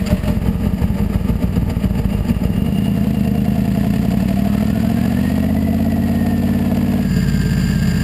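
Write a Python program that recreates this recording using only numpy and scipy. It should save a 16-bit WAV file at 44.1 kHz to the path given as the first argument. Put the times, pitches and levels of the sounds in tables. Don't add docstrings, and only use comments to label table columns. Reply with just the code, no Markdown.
import sys
import numpy as np
from scipy import signal
from scipy.fft import rfft, irfft, next_fast_len
from scipy.io import wavfile
from scipy.ndimage import uniform_filter1d, map_coordinates

SR = 44100
rng = np.random.default_rng(int(sys.argv[2]) if len(sys.argv) > 2 else 0)


def unload_audio(sound):
    columns = np.transpose(np.atleast_2d(sound))
    steps = np.round(np.clip(columns, -1, 1) * 32767)
    wavfile.write(sys.argv[1], SR, steps.astype(np.int16))


N = 354123
T = np.arange(N) / SR

# time_s, speed_rpm
CRANK_SPEED = [(0.0, 711.6), (0.54, 641.2), (1.49, 887.4), (1.82, 860.3), (2.32, 739.7), (2.75, 1242.6),
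               (2.99, 1283.8), (3.23, 1129.3), (3.68, 1239.6), (4.04, 1340.0), (4.49, 1519.7),
               (5.4, 1929.2), (5.95, 2075.2), (6.97, 2181.3), (7.21, 1964.7), (7.27, 2103.7),
               (8.03, 1879.8)]
FIRINGS = [(0.16, 0.17, -0.23, 0.15), (0.59, 1.34, 0.72, 0.44), (-0.11, -0.018, -0.18, 0.13),
           (0.34, 0.63, 0.51, 0.83), (0.18, 0.91, 0.36, 0.47), (-0.28, 0.37, 0.19, 0.22),
           (0.77, 1.23, 0.97, 0.82), (0.11, -0.47, -0.44, 0.37)]
# idle_db, load_db, coast_db
PUFFS = [(-3, -3, 0), (-5, -2, -4.5), (-5.5, -6, -1.5), (-1.5, -2, 0.5), (-1.5, 0, -8), (3.5, -5.5, 0),
         (-2.5, 0.5, -1), (-4.5, -6.5, -1)]
# frequency_hz, level_db
IDLE_PULSE = [(20, -3.5), (32, -23), (48, 5.5), (100, 3), (150, -2.5), (190, 2), (215, -2.5), (260, -19),
              (320, -19.5), (430, -22.5), (800, -30), (1500, -40.5), (5000, -64)]
COOL_PULSE = [(25, -58), (42, -9.5), (66, 6), (88, -7), (120, 5.5), (157, -1), (185, 5), (205, 10.5),
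              (240, -1), (280, -5), (330, -22.5), (440, -18), (800, -31.5), (1500, -70)]
HOT_PULSE = [(28, -67), (50, -8.5), (82, 5.5), (115, -8.5), (150, -3), (180, 2), (222, 8), (275, -3.5),
             (315, -15), (385, -24), (480, -13.5), (560, -23), (700, -23), (1200, -54.5)]
COAST_PULSE = [(20, -17), (35, -35), (52, 2.5), (108, -1.5), (124, 2), (150, 7), (200, 1.5), (240, -5.5),
               (285, -14), (440, -32), (600, -35.5), (1500, -74.5)]
# frequency_hz, level_db
BURBLE = [(20, -35), (48, -12), (90, -11), (150, -7), (195, 7), (240, -0.5), (310, -17.5), (400, -18),
          (700, -81)]
IDLE_RASP = [(250, -36), (340, -14), (450, 5.5), (520, -9.5), (600, 7), (720, -7), (880, -0.5),
             (1050, -21.5), (1300, -14), (1800, -30.5)]
COAST_RASP = [(250, -1.5), (350, -10), (440, 9.5), (520, -13), (620, 0), (760, -10), (1000, -10.5),
              (1400, -18), (1900, -25.5)]
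IDLE_HISS = [(530, -56), (900, -6.5), (1010, -23), (1190, -1), (1480, -22), (1660, -6), (2550, -10),
             (2870, -7), (3420, -20.5), (4260, -20), (4880, -11.5), (6000, -43), (7800, -68), (13200, -120)]
LOAD_HISS = [(530, -10), (900, -4.5), (1090, 0.5), (1190, -7.5), (1440, -3.5), (1630, -12), (1820, 1.5),
             (1970, -2.5), (2470, -4.5), (2670, -1.5), (3390, -8.5), (3670, -13.5), (4160, -9), (4800, -12),
             (6000, -18.5), (7800, -46), (13200, -120)]
# pitch_hz, width_hz, level_db
PIPE_MODES = [(418, 34, -5), (466, 78, -2.5), (600, 45, -2.5), (663, 38, 5.5), (697, 26, 6), (831, 62, -8),
              (1060, 73, -29.5)]
INTAKE_MODES = [(1703, 57, -0.5), (1820, 110, -5.5), (1680, 46, -19), (2106, 43, -6.5), (2800, 190, -7.5),
                (3250, 250, -13.5), (4795, 198, -4), (1290, 320, -13.5)]
# start_s, end_s, pitch_hz, width_hz, level_db
RINGS = [(-0.3, 0.39, 615, 69, -31.5), (-0.5, 3.9, 465, 27, -39.5), (2.5, 3.0, 2835, 74, -41.5),
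         (2, 3.65, 2800, 89, -46), (4.5, 4.85, 1820, 42, -49)]
# peak_s, level_db, sigma_s
SPITS = [(0.072, -26, 0.0064), (0.1, -39, 0.0066), (1.706, -36, 0.0067), (1.988, -38, 0.0059),
         (2.29, -37, 0.0084), (2.44, -34.5, 0.0025)]
# time_s, effort_share
EFFORT = [(2.42, 1), (2.8, 1), (3.3, 0.33), (3.85, 0.8), (5.3, 1), (5.65, 0.08), (6.1, 0.48), (6.9, 0.77)]
# time_s, pitch_hz
TURBO_PITCH = [(4.3, 1088), (5.28, 1875), (5.65, 2000), (6.1, 1874), (7.0, 1649), (7.33, 1590),
               (8.03, 1612)]
# idle_db, load_db, coast_db
BOOM_DB = (-16.5, -15.5, -15)
RASP_DB = (-34.5, -30, -33)
HISS_DB = (-44.5, -46.5, -35)
WHISTLE_DB = (-60, -49.5, -41)

PULL_S, LOAD_LAG_S = 2.39, 0.39
SHUT_S, SHUT_FADE_S, SHUT_SHARE = 6.98, 0.15, 0.87
COOL_RPM, HOT_RPM = 1256, 2044


def amp(db):
    return 10 ** (np.asarray(db) / 20)


def unit(x):
    return x / np.sqrt(np.mean(x ** 2) + 1e-20)


def steady(x):
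    power = uniform_filter1d(uniform_filter1d(x ** 2, size=SR // 3), size=SR // 6)
    return x / np.sqrt(np.abs(power) + 1e-12)


def ramp(x, start, length):
    return np.clip((x - start) / length, 0, 1)


def curve(rows, at=T):
    return np.interp(at, *np.transpose(rows))


def wobble(rate_hz):
    return map_coordinates(rng.standard_normal(int(N * rate_hz / SR) + 4), [T * rate_hz])


def colour(points):
    knots_hz, db = np.transpose(points)
    return lambda hz: amp(np.interp(np.log(hz + 1), np.log(knots_hz), db))


def resonances(modes):
    return lambda f: sum((-1) ** k * amp(db) * 1j * f * width / (hz * hz - f * f + 1j * f * width)
                         for k, (hz, width, db) in enumerate(modes))


def filtered(x, response):
    size = next_fast_len(N + SR // 2)
    return irfft(rfft(x, size) * response(np.fft.rfftfreq(size, 1 / SR)), size)[:N]


def noise(response):
    return unit(filtered(rng.standard_normal(N), response))


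def pulse(points, age_s):
    size = 2 ** 15
    cepstrum = irfft(np.log(colour(points)(np.fft.rfftfreq(size, 1 / SR))))
    cepstrum[1:size // 2] *= 2
    cepstrum[size // 2 + 1:] = 0
    return np.interp(age_s * SR, np.arange(size), irfft(np.exp(rfft(cepstrum))), left=0)


def states(at=T):
    coast = SHUT_SHARE * ramp(at, SHUT_S, SHUT_FADE_S)
    load = (1 - np.exp(-np.maximum(at - PULL_S, 0) / LOAD_LAG_S)) * (1 - coast)
    return 1 - load - coast, load, coast


def heat(at=T):
    return ramp(curve(CRANK_SPEED, at), COOL_RPM, HOT_RPM - COOL_RPM)


def level(state_db, effort_db=0, hot_db=0):
    idle, load, coast = states()
    extra_db = load * (effort_db * curve(EFFORT) + hot_db * heat())
    return amp(np.dot(state_db, [idle, load, coast]) + extra_db)


def crank():
    count = np.cumsum(curve(CRANK_SPEED)) / SR * 4 / 60
    number = np.arange(1, int(count[-1]))
    return count, np.interp(number, count, T), number % len(FIRINGS)


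def gas_flow(count, throb_db, flicker_db, lead_firings=0.17, opening_s=0.0074):
    number, age = np.divmod(count + lead_firings, 1)
    puffs_db = np.transpose(PUFFS)[:, number.astype(int) % len(PUFFS)]
    cylinder_db = np.sum(np.array(states()) * puffs_db, axis=0)
    puff = uniform_filter1d(amp(cylinder_db - 2 * throb_db * age), size=int(opening_s * SR))
    return puff * amp(flicker_db * wobble(130))


def surge(count, depth_db, crest):
    return amp(depth_db * np.cos(2 * np.pi * (count - crest) / len(PUFFS)))


def boom(times, cylinder, lead_s=0.00049):
    idle, load, coast = (share[:, None] for share in states(times))
    scatter = (0.15 * idle + 0.0078 * load + 0.022 * coast) * rng.standard_normal((len(times), 1))
    idle_size, load_size, coast_size, _ = (np.array(FIRINGS)[cylinder] + scatter).T[:, :, None]
    onset_s = (times - lead_s)[:, None]
    index = np.maximum(onset_s * SR, 0).astype(int) + np.arange(SR // 14)
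    age_s = index / SR - onset_s
    hot = heat(times)[:, None]
    waves = 1.94 * idle * idle_size * pulse(IDLE_PULSE, age_s)
    waves += load * load_size * ((1 - hot) * pulse(COOL_PULSE, age_s) + hot * pulse(HOT_PULSE, age_s))
    waves -= 1.75 * coast * coast_size * pulse(COAST_PULSE, age_s)
    return steady(np.bincount(index.ravel(), waves.ravel(), N)[:N])


def burble(count):
    idle, load, coast = states()
    gas = steady(gas_flow(count, throb_db=-1.5, flicker_db=2.5) * noise(colour(BURBLE)))
    return (0.64 * idle + 0.12 * load + 0.27 * coast) * gas


def rasp(count, times, cylinder, scatter_db=3.0, grit_hot_db=-4):
    idle, load, coast = states()
    sizes = np.array(FIRINGS)[cylinder, -1] * amp(scatter_db * rng.standard_normal(len(times)))
    fronts = np.bincount((times * SR).astype(int), sizes, N)
    swell = surge(count, depth_db=3.5, crest=5.7)
    bark = steady(swell * filtered(fronts, resonances(PIPE_MODES)))
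    flow = gas_flow(count, throb_db=-1.5, flicker_db=1)
    grit = steady(swell * filtered(flow * rng.standard_normal(N), resonances(PIPE_MODES)))
    rush = steady(surge(count, depth_db=1.5, crest=5.3) * flow * noise(colour(IDLE_RASP)))
    sigh = steady(flow * noise(colour(COAST_RASP)))
    growl = pitch_bend(0.55 * bark + 0.62 * amp(grit_hot_db * heat()) * grit, count)
    return 0.95 * idle * rush + load * growl + 1.08 * coast * sigh


def pitch_bend(x, count, swing_s=0.00038, crest=5.79):
    return np.interp(T + swing_s * np.cos(2 * np.pi * (count - crest) / len(PUFFS)), T, x)


def hiss(count):
    idle, load, coast = states()
    soft = steady(gas_flow(count, throb_db=-0.5, flicker_db=2.0))
    sharp = steady(gas_flow(count, throb_db=5.5, flicker_db=2.0))
    exhaust = 1.72 * idle * soft * noise(colour(IDLE_HISS))
    exhaust += 1.65 * load * sharp * noise(colour(LOAD_HISS))
    intake = (0.83 * load + 1.23 * coast) * sharp * noise(resonances(INTAKE_MODES))
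    return exhaust + intake


def rings(count, fade_s=0.12):
    flow = gas_flow(count, throb_db=2.0, flicker_db=0) * surge(count, depth_db=1.5, crest=4.6)
    sound = np.zeros(N)
    for start_s, end_s, hz, width_hz, db in RINGS:
        swell = ramp(np.minimum(T - start_s, end_s - T), 0, fade_s)
        mode = resonances([(hz, width_hz, 0)])
        ringing = filtered(flow * rng.standard_normal(N), lambda f: mode(f) ** 2)
        sound += amp(db) * swell * steady(ringing)
    return sound


def boost_vent(count, hold_s=0.26, fade_s=0.2):
    air = steady(gas_flow(count, throb_db=5.0, flicker_db=1.0)) * noise(colour(LOAD_HISS))
    return amp(-37) * (1 - ramp(T, hold_s, fade_s)) * air


def road_rumble():
    return amp(-37) * noise(colour([(20, -16), (80, -2), (300, -4.5), (1000, -20), (5000, -35)]))


def spits():
    bursts = sum(amp(db) * np.exp(-0.5 * ((T - peak_s) / sigma_s) ** 2) for peak_s, db, sigma_s in SPITS)
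    return bursts * noise(resonances(INTAKE_MODES[3:]))


def turbo(count, spool_s=4.32, calm_s=5.8, spool_db=6, duct_hz=1840, duct_half_width_hz=60, duct_db=7):
    hz = curve(TURBO_PITCH)
    duct = amp(duct_db / (1 + ((hz - duct_hz) / duct_half_width_hz) ** 2))
    flutter = 1 - 0.9 * ramp(T, calm_s, 0.73)
    gain = level(WHISTLE_DB) * duct * amp(spool_db * flutter) * ramp(T, spool_s, 0.34)
    phase = 2 * np.pi * np.cumsum(hz + 1.4 * wobble(25)) / SR
    chop = surge(count, depth_db=-0.5, crest=7.6) * gas_flow(count, throb_db=-7, flicker_db=4.5)
    smear = unit(chop * (wobble(90) * np.sin(phase) + wobble(90) * np.cos(phase)))
    tone = unit(surge(count, depth_db=0.5, crest=4.4) * np.sin(phase))
    return gain * (np.sqrt(1 - flutter) * tone + np.sqrt(flutter) * smear)


def scene():
    count, times, cylinder = crank()
    exhaust = level(BOOM_DB) * steady(burble(count) + boom(times, cylinder))
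    exhaust += level(RASP_DB, hot_db=1) * rasp(count, times, cylinder)
    air = level(HISS_DB, effort_db=5.5) * hiss(count) + turbo(count)
    air *= amp(2.5 * np.maximum(T - SHUT_S, 0))
    return (exhaust + air + road_rumble() + rings(count) + spits() + boost_vent(count))[None]


def record(dry):
    hold_hz, top_hz, oversample = 12000, 15330, 16
    held = np.repeat(signal.resample_poly(dry[0], hold_hz, SR), oversample)
    sound = signal.resample_poly(held, SR, oversample * hold_hz)[:N]
    return filtered(sound, lambda hz: (hz < top_hz) * ramp(hz, 8, 14))[None]


dry = scene()
out = record(dry)
unload_audio(out)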